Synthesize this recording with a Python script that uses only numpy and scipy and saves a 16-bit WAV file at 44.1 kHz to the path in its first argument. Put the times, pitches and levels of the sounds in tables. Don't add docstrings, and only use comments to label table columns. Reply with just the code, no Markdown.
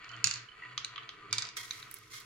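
import sys
import numpy as np
from scipy import signal
from scipy.fft import rfft, irfft
from scipy.io import wavfile
from scipy.ndimage import uniform_filter1d

SR = 44100
rng = np.random.default_rng(int(sys.argv[2]) if len(sys.argv) > 2 else 0)


def materialize(psi):
    bounded = np.clip(np.atleast_2d(psi).T, -1, 1)
    quanta = np.round(bounded * 32767).astype(np.int16)
    wavfile.write(sys.argv[1], SR, quanta)


N = 99225
TIME = np.arange(N) / SR
RIGHT_LAG = 2


def pocket_bounces():
    # t/s, level/dB, treble limit/Hz, left minus right/dB
    hits = [(.0440, -46, 4100, -5), (.0915, -46.5, 5170, -8), (.1162, -49.5, 5230, -7),
            (.1645, -51.5, 5800, -11), (.2422, -13.5, 10600, -7.5), (.2714, -20.5, 8500, 1),
            (.3113, -24.5, 7000, -4.5), (.3386, -29.5, 6940, 0), (.3578, -35, 6200, -6),
            (.3722, -42.5, 6130, 2)]
    # f/Hz, width/Hz, level/dB
    body = [(1450, 420, -15.5), (2010, 730, -11.5), (2605, 310, -6), (4440, 376, 2), (5100, 1500, -2.5),
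            (6830, 510, 3.5), (8350, 1980, -12.5), (10600, 580, -12.5), (14000, 3700, -22.5)]
    return blows(hits, body, click_db=-14.5, ring_s=0.01, rise_s=0.00057,
                 frame_s=0.035, frame_db=3, frame_hz=1830, room_db=-7.5)


def ramp_bounces():
    # t/s, level/dB, treble limit/Hz, left minus right/dB
    hits = [(1.3103, -44.5, 3980, -7), (1.3276, -19, 9900, -3.5), (1.3825, -21.5, 8750, -2.5),
            (1.4219, -27.5, 7250, -1.5), (1.4514, -37, 6700, -5), (1.4690, -41.5, 7260, 7),
            (1.4884, -37.5, 6600, -3)]
    # f/Hz, width/Hz, level/dB
    body = [(1300, 690, -10), (2336, 210, -2.5), (3800, 750, -1.5), (4830, 530, 4.5), (5980, 620, 1.5),
            (7110, 680, 0), (8800, 3900, -9.5), (14500, 3000, -23)]
    return blows(hits, body, click_db=-23, ring_s=0.013, rise_s=0.00048,
                 frame_s=0.042, frame_db=6, frame_hz=2140, room_db=-7.5)


def wood_knocks():
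    # t/s, level/dB, treble limit/Hz, left minus right/dB
    hits = [(.7779, -25, 6860, -2.2), (.9597, -35, 3520, 2.5), (.9796, -31.5, 2440, -1.1),
            (1.0332, -46.5, 3460, 0), (1.0913, -35, 4940, -1), (2.0135, -52.5, 1600, 0.92),
            (2.1839, -47, 3800, 0)]
    # f/Hz, width/Hz, level/dB
    body = [(1200, 154, -1.5), (2204, 900, -9.5), (3220, 540, 2), (3800, 870, -1.5), (4850, 450, -5.5),
            (6100, 670, -3.5), (10900, 1400, -19.5)]
    return blows(hits, body, click_db=-2, ring_s=0.013, rise_s=0.000445,
                 frame_s=0.045, frame_db=2, frame_hz=2240, room_db=-8)


def ball_clacks():
    # t/s, level/dB, treble limit/Hz, left minus right/dB
    rim_hits = [(.8468, -27, 10500, -2.5)]
    ball_hits = [(1.7088, -27, 7400, -5), (1.8276, -39, 3680, -1)]
    # f/Hz, width/Hz, level/dB
    rim = [(1470, 330, -18.5), (2320, 500, -15), (2850, 130, -11), (3970, 340, -1), (4600, 340, -13),
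           (6280, 600, -14), (8630, 660, -25), (11300, 990, -28)]
    ball = [(1500, 750, -17), (2350, 240, -9.5), (3920, 430, -1), (4450, 260, -9), (6270, 460, -5),
            (10600, 1100, -21)]
    return sum(blows(hits, body, click_db=-1.5, ring_s=0.009, rise_s=0.00085,
                     frame_s=0.064, frame_db=-4.5, frame_hz=2080, room_db=-10)
               for hits, body in ((rim_hits, rim), (ball_hits, ball)))


def heavy_drops():
    # t/s, level/dB
    thuds = [(0.2426, -46), (1.329, -56)]
    jolts = [(.2426, -43.5), (1.3280, -53)]
    # f/Hz, level/dB, t60/s
    base_modes = [(91, -6.5, 0.43), (178, -6, 0.31)]
    steel_modes = [(2783, 1, .45), (4370, -4.5, .38), (4440, -2.5, .35), (4726, 2, .36), (5083, -5.5, .35),
                   (5750, -2.5, .28), (6685, -6, .26), (6826, -1.5, .26)]
    return ring_modes(thuds, base_modes, rise_s=0.011) + ring_modes(jolts, steel_modes, rise_s=0.004)


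def cover_ticks():
    # t/s, level/dB, treble limit/Hz, left minus right/dB
    hits = [(1.5688, -43, 6200, -18), (1.9130, -39, 15100, -8), (1.9417, -35, 16000, -5),
            (1.9868, -49.5, 15300, -10), (2.2020, -48, 15000, -6)]
    # f/Hz, width/Hz, level/dB
    body = [(1950, 2500, -14.5), (8860, 2600, -8), (10670, 1100, -0.5), (12800, 1500, -1.5),
            (14800, 2600, -1)]
    # t/s, level/dB
    touches = [(1.5685, -52.5)]
    # f/Hz, level/dB, t60/s
    wall_modes = [(722, -10, 0.37), (970, -2.5, 0.4), (1400, -12, 0.13), (1904, 2.5, 0.51),
                  (3250, 12, 0.21)]
    ticks = blows(hits, body, click_db=-4, ring_s=0.0058, rise_s=0.00053,
                  frame_s=0.033, frame_db=3.5, frame_hz=5100, room_db=-11)
    return ticks + ring_modes(touches, wall_modes, rise_s=0.01)


def cover_brushing():
    # t/s, level/dB
    slide = [(1.555, -88), (1.564, -59), (1.570, -33.5), (1.578, -41.5), (1.62, -43.5), (1.66, -48.5),
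             (1.72, -52.5), (1.76, -51.5), (1.85, -55.5), (1.89, -63), (1.96, -56), (2.03, -63),
             (2.09, -62.5), (2.14, -44), (2.2, -50), (2.25, -61.5)]
    # f/Hz, level/dB
    tone = [(40, -60), (450, -11), (870, -24), (1050, -1.5), (2300, -6.5), (3800, -0.5), (6000, 0.5),
            (8000, -7), (12500, -9), (16000, -19)]
    # f/Hz, width/Hz, level/dB
    walls = [(717, 26, -10.5), (1140, 130, -5.5), (1540, 65, -3), (2075, 206, 4), (3280, 180, -7)]
    grains = stereo(grit(per_s=9000, spread_db=2.5), same=0.2)
    shell = lambda hz: amp(curve(tone, hz)) + amp(4) * peaks(walls, hz)
    hiss = colour(grains, lambda hz: shell(hz) * fine_modes(hz, spacing_hz=45, depth_db=3.2))
    flutter = amp(1.76 * drift(rate_hz=59))
    return hiss * envelope(slide) * (TIME > slide[0][0]) * flutter * pan(-1.5)


def wire_pings(rise_s=0.00187):
    # t/s, level/dB, f/Hz, left minus right/dB
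    hits = [(0.0952, -51, 2996, -18), (0.1331, -51.5, 3130, -9), (0.1414, -51, 3000, -20.5),
            (0.4863, -51.5, 3006, -12.5), (0.516, -56, 3045, -3), (.6225, -45, 1957, 2),
            (.6344, -44, 1957, 1.5), (0.655, -47.5, 1924, -5)]
    # pitch ratio, level/dB, t60/s
    modes = [(1, 10, 0.055), (0.52, -6, 0.0387), (1.4, -3, .04)]
    t, pings = np.arange(SR // 4) / SR, np.zeros((2, N))
    for s, db, hz, side_db in hits:
        ping = sum(amp(mode_db - 60 * t / t60) * np.sin(2 * np.pi * (hz * ratio * t + rng.random()))
                   for ratio, mode_db, t60 in modes)
        add(pings, s, amp(db) * ping * np.minimum(t / rise_s, 1) * pan(side_db))
    return pings + amp(-11.5) * room(pings)


def rolling():
    # t/s, level/dB
    roll = [(0, -54.5), (.04, -49), (.16, -49), (.21, -49.5), (.4, -56), (.5, -57), (.6, -53.5),
            (.68, -51.5), (.88, -55), (1.0, -51.5), (1.15, -55), (1.27, -54), (1.45, -48), (1.55, -60.5),
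            (1.85, -53), (1.97, -60), (2.07, -63), (2.25, -57.5)]
    # f/Hz, width/Hz, level/dB
    bowls = [(683, 80, -7.5), (1002.7, 31, 4.5), (1246, 190, 7.5), (1476, 190, 3), (1950, 99, 4.5),
             (2130, 1200, 1), (2938, 795, -7), (4300, 760, -9.5), (6900, 1300, -21.5)]
    grains = stereo(grit(per_s=5000, spread_db=3), same=0.61)
    body = colour(grains, lambda hz: peaks(bowls, hz) * fine_modes(hz, spacing_hz=30.06, depth_db=3))
    return body * envelope(roll) * amp(drift(rate_hz=20))


def bowl_singing(width_hz=90):
    # peak t/s, half length/s, level/dB, f/Hz
    swells = [(.16, 0.061, -54.5, 1420), (1.254, 0.049, -54, 1196)]
    out = np.zeros((2, N))
    for s, half_s, db, pitch in swells:
        tone = colour(noise(same=0.86), lambda hz: peaks([(pitch, width_hz, 0)], hz))
        out += tone * amp(db) * np.exp(-((TIME - s) / half_s) ** 2)
    return out


def base_boom(pitch_hz=117.1, waver_hz=1.5):
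    # t/s, level/dB
    boom = [(.04, -78), (.108, -61.5), (.2, -51.5), (.226, -60), (.268, -45), (.316, -78), (.344, -55),
            (.45, -61), (.49, -86)]
    return unit(sine(pitch_hz + waver_hz * drift(rate_hz=9))) * envelope(boom)


def drive(waver_hz=7):
    # t/s, level/dB
    hum_level = [(0, -79), (.55, -78), (.7, -64.5), (1.1, -69.5), (1.26, -66.5), (1.42, -57), (1.53, -66.5),
                 (1.95, -67), (2.25, -70.5)]
    murmur_level = [(0, -71.5), (.25, -61), (.5, -70), (1.1, -67), (1.3, -59), (1.55, -68), (2.25, -69)]
    # f/Hz, level/dB
    tones = [(126.3, -11), (113.5, -10.5)]
    # f/Hz, width/Hz, level/dB
    base = [(118, 65, -1), (181.3, 95, 2), (312, 32, 7.5), (426, 90, 5.5), (496, 27, -10.5)]
    hum = unit(sum(amp(db) * sine(hz + waver_hz * drift(rate_hz=5.9)) for hz, db in tones))
    murmur = colour(noise(same=1), lambda hz: peaks(base, hz))
    flutter = amp(3 * drift(rate_hz=10))
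    return hum * envelope(hum_level) * flutter + murmur * envelope(murmur_level) * pan(-6)


def room_air():
    # f/Hz, level/dB
    tone = [(20, -1), (60, 0.5), (200, -43), (600, -55), (2000, -59.5), (6000, -21.5), (10000, -24),
            (16000, -40)]
    return amp(-73.5) * colour(noise(same=0.78), lambda hz: amp(curve(tone, hz)))


def room(x, rise_s=0.0022):
    # f/Hz, t60/s
    decay = [(200, 0.23), (1500, 0.65), (4000, 0.35), (7000, 0.27), (12000, 0.16)]
    hz, t, bands = signal.stft(rng.standard_normal((2, SR * 3 // 4)), SR, nperseg=256)
    tail = signal.istft(bands * amp(-60 * t / curve(decay, hz)[:, None]), SR, nperseg=256)[1]
    tail *= np.minimum(np.arange(tail.shape[1]) / SR / rise_s, 1)
    return signal.fftconvolve(x, unit_energy(tail), axes=1)[:, :N]


def blows(hits, body, click_db, ring_s, rise_s, frame_s, frame_db, frame_hz, room_db):
    # f/Hz, left minus right/dB
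    lean = [(1300, 3.5), (2400, 2), (4400, -2), (8000, -1)]
    size, vary = 4096, 0.52
    hz = np.fft.rfftfreq(size, 1 / SR)
    frame_lowpass = signal.butter(1, frame_hz, fs=SR)
    low_cut = 1 / np.sqrt(1 + (976 / np.maximum(hz, 550)) ** 10)
    broad = [(f, width * 2.3, db) for f, width, db in body]
    room_tone = peaks(broad, hz) / np.sqrt(1 + (hz / 10500) ** 4)

    def echoes():
        in_part = stereo(scatter(ring_s, rise_s), same=0.28)
        in_frame = signal.lfilter(*frame_lowpass, stereo(scatter(frame_s), same=0.99))
        return in_part + amp(frame_db) * in_frame

    shared = echoes()
    near, far = np.zeros((2, 2, N))
    for s, db, limit_hz, side_db in hits:
        strike = np.sqrt(1 - vary) * shared + np.sqrt(vary) * echoes()
        strike[[0, 1], [0, RIGHT_LAG]] += amp(click_db)
        contact = low_cut / np.sqrt(1 + (hz / limit_hz) ** 7) * flatten(strike)
        gain = np.sqrt(0.002 * SR) * amp(db) * pan(side_db)
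        for bus, tone in ((near, peaks(body, hz)), (far, room_tone)):
            ring = np.array([ringing(tone * contact * amp(side * curve(lean, hz) / 2))
                             for side in (1, -1)])
            knock = signal.fftconvolve(strike, ring[:, :size // 2], axes=1)
            add(bus, s, unit_energy(knock) * gain)
    return near + amp(room_db) * room(far)


def ring_modes(hits, modes, rise_s):
    t, out = np.arange(SR // 2) / SR, np.zeros((2, N))
    ring = sum(amp(db - 60 * t / t60) * np.sin(2 * np.pi * hz * t) for hz, db, t60 in modes)
    for s, db in hits:
        add(out, s, amp(db) * ring * np.minimum(t / rise_s, 1) * pan(0))
    return out


def scatter(t60, rise_s=0.00033, size=4096):
    t = np.arange(size) / SR
    fade = amp(-60 * t / t60) * np.minimum((t + 1 / SR) / rise_s, 1)
    bursts = rng.standard_normal((3, size)) * fade
    for _ in range(8):
        spectrum = rfft(bursts)
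        bursts = irfft(spectrum / (abs(spectrum) + 1e-12))
        bursts *= fade / np.sqrt(abs(uniform_filter1d(bursts ** 2, size=48)) + 1e-14)
    return unit_energy(bursts)


def ringing(gain):
    log_gain = np.log(np.maximum(np.r_[gain, gain[-2:0:-1]], 1e-5))
    spectrum = np.exp(np.conj(signal.hilbert(log_gain)))
    return unit_energy(np.fft.ifft(spectrum).real)


def flatten(x):
    power = (abs(rfft(x)) ** 2).sum(0)
    return np.sqrt(uniform_filter1d(power, size=221) / uniform_filter1d(power, size=21))


def grit(per_s, spread_db):
    grains = rng.standard_normal((3, N)) * (rng.random((3, N)) < per_s / SR)
    return grains * amp(spread_db * np.minimum(rng.exponential(1, (3, N)), 4))


def fine_modes(hz, spacing_hz, depth_db):
    grid = np.arange(4000) * spacing_hz
    return amp(depth_db * np.interp(hz, grid, rng.standard_normal(len(grid))))


def peaks(table, hz):
    return np.sqrt(sum((amp(db) / (1 + (2 * (hz - f) / width) ** 2)) ** 2 for f, width, db in table))


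def colour(x, gain):
    return unit(irfft(rfft(x) * gain(np.fft.rfftfreq(N, 1 / SR)), N))


def drift(rate_hz):
    return colour(rng.standard_normal(N), lambda hz: np.exp(-(hz / rate_hz) ** 2))


def sine(hz):
    return np.sin(2 * np.pi * np.cumsum(hz) / SR)


def noise(same):
    return stereo(rng.standard_normal((3, N)), same)


def stereo(trio, same):
    late = np.pad(trio[0], (RIGHT_LAG, 0))[:trio.shape[1]]
    return np.sqrt(same) * np.array([trio[0], late]) + np.sqrt(1 - same) * trio[1:]


def pan(db):
    return amp([[db / 2], [-db / 2]]) / np.sqrt((amp(db) + amp(-db)) / 2)


def add(mix, s, sound):
    part = mix[:, max(round(s * SR), 0):][:, :sound.shape[1]]
    part += sound[:, :part.shape[1]]


def curve(points, hz):
    f, value = np.transpose(points)
    return np.interp(np.log(hz + 1), np.log(f + 1), value)


def envelope(points):
    return amp(np.interp(TIME, *np.transpose(points)))


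def amp(db):
    return 10 ** (np.asarray(db) / 20)


def unit(x):
    return x / np.sqrt(np.mean(x ** 2) + 1e-20)


def unit_energy(x):
    return x / np.linalg.norm(x, axis=-1, keepdims=True)


def scene():
    knocks = pocket_bounces() + ramp_bounces() + wood_knocks() + ball_clacks() + heavy_drops()
    details = cover_ticks() + wire_pings()
    bed = room_air() + bowl_singing() + rolling() + base_boom() + drive()
    return knocks + details + bed + cover_brushing()


def record(dry):
    lowpass = signal.firwin(511, 16200, window=("kaiser", 9), fs=SR)
    return signal.oaconvolve(dry, lowpass[None], "same")


dry = scene()
out = record(dry)
materialize(out)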